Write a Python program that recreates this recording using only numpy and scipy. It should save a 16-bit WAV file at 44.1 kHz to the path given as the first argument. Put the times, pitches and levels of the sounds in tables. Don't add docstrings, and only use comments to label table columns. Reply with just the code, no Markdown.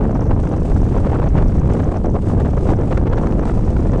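import sys
import numpy as np
from scipy import signal
from scipy.fft import rfft, irfft
from scipy.io import wavfile
from scipy.ndimage import uniform_filter1d, map_coordinates

SR = 44100
rng = np.random.default_rng(int(sys.argv[2]) if len(sys.argv) > 2 else 0)


def transcribe(u):
    v = np.clip(np.atleast_2d(u).T, -1, 1)
    q = np.round(v * 32767).astype(np.int16)
    wavfile.write(sys.argv[1], SR, q)


N = 176400

# (time [s], level [dB])
HISS_LEVEL = [(0, -66.5), (0.35, -66.0), (0.46, -61.5), (0.6, -63.5), (0.67, -57.5), (0.77, -62.5),
              (0.93, -60.5), (1.09, -60.5), (1.25, -65.0), (1.45, -64.0), (1.57, -61.5), (1.62, -68.5),
              (1.75, -60.0), (1.95, -64.0), (2.2, -65.0), (2.29, -57.5), (2.37, -64.0), (2.55, -64.0),
              (2.64, -58.5), (2.72, -57.0), (2.75, -65.5), (2.93, -60.0), (3.02, -67.5), (3.14, -66.0),
              (3.25, -62.0), (3.43, -66.0), (3.48, -57.5), (3.65, -62.0), (4.0, -62.5)]
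# (frequency [Hz], level [dB])
HISS_SPECTRUM = [(800, 0), (2500, 7), (4000, 2.5), (5000, 2.5), (6000, 1.5), (8000, 2.5), (9700, -2.5)]
# (time [s], level [dB])
ICE_CRACKS = [(0.4, -41.5), (1.002, -43), (1.735, -38), (2.4, -42), (2.716, -44), (2.976, -46),
              (3.454, -40), (3.702, -45)]
# (time [s], level [dB])
CLEAR_TICKS = [(0.1472, -41), (0.2075, -35), (0.2555, -43), (0.475, -41), (0.5208, -39), (0.5632, -40),
               (0.8181, -40), (0.9757, -39), (1.288, -39), (1.4821, -38), (1.5978, -38), (1.717, -41),
               (1.8423, -36), (1.97, -36), (2.0583, -37), (2.1002, -40), (2.8111, -41), (2.9747, -39),
               (3.0959, -42), (3.1707, -41), (3.271, -38), (3.3942, -42), (3.9185, -39)]
# (time [s], level [dB])
RUMBLE_LEVEL = [(0, -16.0), (0.22, -18.5), (0.32, -12.5), (0.38, -15.5), (0.66, -17), (0.74, -13),
                (0.82, -16), (1.3, -16.5), (1.34, -12), (1.43, -12), (1.5, -16.0), (1.6, -13.0),
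                (1.8, -15.5), (2.02, -19.0), (2.12, -14.5), (2.22, -18.0), (2.44, -13.0), (2.52, -17.0),
                (2.9, -16.5), (3.05, -15.0), (3.7, -17.0), (3.82, -15.0)]
# (frequency [Hz], level [dB])
RUMBLE_SPECTRUM = [(12, -10.5), (28, -0.5), (65, -3.5), (115, -6), (200, -12), (320, -19), (600, -43.5),
                   (1500, -89.5)]
# (time [s], level [dB])
FLUTTER_LEVEL = [(0, -22.5), (0.2, -25), (0.46, -27.5), (0.54, -23.5), (0.61, -28), (0.88, -27),
                 (0.97, -22.5), (1.035, -29.5), (1.05, -23), (1.24, -23.5), (1.3, -30.5), (1.35, -27),
                 (1.372, -19), (1.42, -25), (1.54, -29), (1.71, -23), (1.97, -26), (2.02, -32),
                 (2.06, -18.5), (2.12, -31.5), (2.165, -17.5), (2.21, -33), (2.29, -22.5), (2.45, -23.5),
                 (2.53, -27), (2.675, -23), (2.69, -15), (2.732, -19.5), (2.75, -29), (2.795, -22),
                 (2.87, -26), (3.28, -23.5), (3.4, -26), (3.76, -27), (3.94, -23.5)]
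# (frequency [Hz], level [dB])
FLUTTER_SPECTRUM = [(60, -12.5), (150, 0), (280, .5), (480, -3), (750, -11), (1200, -21), (2000, -33.5),
                    (3200, -45.5), (8000, -68)]
# (time [s], gain [dB])
FLUTTER_TREBLE = [(.35, -1.5), (1.15, 3), (1.8, 1), (2.1, -6), (2.45, 0), (2.7, -3.5), (3.05, -0.5),
                  (3.6, 1)]
# (peak time [s], swell time [s], level [dB], treble gain [dB])
LARGE_EDDIES = [(.051, .016, -31, -9), (.16, .012, -29, -12), (.221, .016, -31, -10), (.314, .016, -25, -8),
                (.441, .007, -30, -9), (.473, .009, -32, -7), (.541, .016, -32, -3), (.721, .006, -27, -11),
                (.764, .007, -30, -9), (.98, .018, -31, -4), (1.05, .007, -27, -5), (1.071, .012, -33, 2),
                (1.1, .012, -31, -4), (1.133, .006, -27, -9), (1.148, .014, -31, -7),
                (1.162, .012, -28, -11), (1.199, .007, -27, -11), (1.23, .006, -30, -4),
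                (1.273, .013, -29, -4), (1.356, .018, -32, -6), (1.385, .02, -28, -1),
                (1.406, .008, -32, -6), (1.425, .006, -31, 3), (1.706, .02, -31, -2),
                (1.802, .014, -30, -1), (1.921, .014, -31, -6), (1.965, .022, -32, -4),
                (2.06, .008, -30, -7), (2.164, .016, -31, -5), (2.409, .02, -30, -5), (2.461, .014, -33, 0),
                (2.579, .016, -31, -11), (2.699, .022, -31, 2), (2.735, .008, -30, -4),
                (2.817, .02, -33, -6), (2.912, .005, -27, -1), (2.927, .012, -24, -2),
                (2.977, .006, -26, 3), (3.074, .014, -31, 2), (3.134, .008, -25.5, 0),
                (3.182, .014, -27, 0), (3.236, .006, -25, -11), (3.272, .004, -26, -1),
                (3.325, .004, -32, 4), (3.396, .008, -29, -6), (3.434, .016, -32, -6),
                (3.456, .004, -28, 3), (3.477, .007, -29, -4), (3.498, .007, -25, -10),
                (3.769, .007, -30, -3), (3.939, .011, -30, -3)]
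# (frequency [Hz], level [dB])
EDDY_SPECTRUM = [(100, -8), (350, 4.5), (700, 2), (1100, -2.5), (2000, -14), (3200, -24.5), (5000, -33.5),
                 (9500, -48)]

HISS_BOOST_DB, TICK_BOOST_DB, RUMBLE_BOOST_DB, FLUTTER_BOOST_DB, EDDY_BOOST_DB = 8, 1.2, 2, 3.5, 7.3


def undb(db):
    return 10 ** (np.asarray(db) / 20)


def curve(rows):
    return np.interp(np.arange(N) / SR, *np.array(rows).T)


def noise(spectrum):
    hz, db = np.array(spectrum).T
    bins = np.maximum(np.arange(N // 2 + 1) * SR / N, 1)
    gain = undb(np.interp(np.log(bins), np.log(hz), db)) * (bins < SR / 4)
    x = irfft(rfft(rng.standard_normal(N)) * gain, N)
    return x / x.std()


def walk(rate):
    points = rng.standard_normal(4096)
    x = map_coordinates(points, [np.arange(N) / SR * rate], order=3, mode="wrap")
    return x / x.std()


def lowpass(x, hz, order=2):
    return signal.sosfiltfilt(signal.butter(order, min(hz, SR / 3), fs=SR, output="sos"), x)


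def flicker(x, db):
    gain = undb(db)
    return x * gain / np.sqrt(np.mean(gain ** 2))


def even(x, seconds):
    size = int(seconds * SR)
    return x / np.sqrt(uniform_filter1d(uniform_filter1d(x ** 2, size), size))


def ice_and_snow():
    t, crack_decay_s = np.arange(N) / SR, .004
    hiss = flicker(noise(HISS_SPECTRUM), db=1.94 * walk(rate=130))
    hiss *= undb(curve(HISS_LEVEL) + HISS_BOOST_DB)
    crack_gain = np.zeros(N)
    for start, db in ICE_CRACKS:
        crack_gain += undb(db) * (t >= start) * np.exp(-np.abs(t - start) / crack_decay_s)
    return hiss + crack_gain * noise(HISS_SPECTRUM)


def microphone_ticks():
    t, out = np.arange(N) / SR, np.zeros(N)
    width_s, delay_s = .00042, .0014
    faint_times = rng.uniform(0, N / SR, size=130)
    faint_db = -46.5 + 2 * rng.standard_normal(size=130)
    for time, db in list(CLEAR_TICKS) + list(zip(faint_times, faint_db)):
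        sample = int(time * SR)
        near = slice(max(sample - SR // 100, 0), sample + SR // 100)
        from_peak = t[near] - time - delay_s
        pitch_hz = 5940 * (1 + 0.025 * rng.standard_normal())
        shape = np.exp(-(from_peak / width_s) ** 2)
        out[near] += undb(db + TICK_BOOST_DB) * shape * np.sin(2 * np.pi * pitch_hz * from_peak)
    return out


def wind_rumble():
    return noise(RUMBLE_SPECTRUM) * undb(curve(RUMBLE_LEVEL) + RUMBLE_BOOST_DB)


def wind_flutter():
    air = noise(FLUTTER_SPECTRUM)
    shake_db = 5 * np.sqrt(2) * np.tanh(walk(rate=200))
    low = lowpass(air, hz=537)
    air = flicker(low, 0.86 * shake_db) + flicker(air - low, shake_db)
    air = even(air, seconds=.03)
    body = lowpass(air, hz=1210)
    treble = undb(curve(FLUTTER_TREBLE)) * (air - body)
    return (body + treble) * undb(curve(FLUTTER_LEVEL) + FLUTTER_BOOST_DB)


def wind_eddies():
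    t, out = np.arange(N) / SR, np.zeros(N)
    air = flicker(noise(EDDY_SPECTRUM), db=2.2 * walk(rate=450))
    air = even(air, seconds=.008)
    body = lowpass(air, hz=1850)
    for peak_s, swell_s, db, treble_db in LARGE_EDDIES:
        width_s = np.where(t < peak_s, swell_s, .6 * swell_s)
        shape = np.exp(-2 * ((t - peak_s) / width_s) ** 2)
        burst = body + undb(treble_db) * (air - body)
        out += undb(db + EDDY_BOOST_DB) * shape * burst
    return out


def microphone_overload(wind):
    pressure_limit = 0.68
    rounded = pressure_limit * np.tanh(wind / pressure_limit)
    return wind + lowpass(rounded - wind, hz=3600)


def scene():
    wind = microphone_overload(wind_rumble() + wind_flutter() + wind_eddies())
    return (wind + ice_and_snow() + microphone_ticks())[None]


def record(dry):
    t, fade_s, cutoff_hz = np.arange(N) / SR, .003, 9700
    fade = np.clip(np.minimum(t, t[-1] - t) / fade_s, 0, 1)
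    treble_cut = signal.ellip(12, .2, 80, cutoff_hz, fs=SR, output="sos")
    return signal.sosfilt(treble_cut, dry * fade)


dry = scene()
out = record(dry)
transcribe(out)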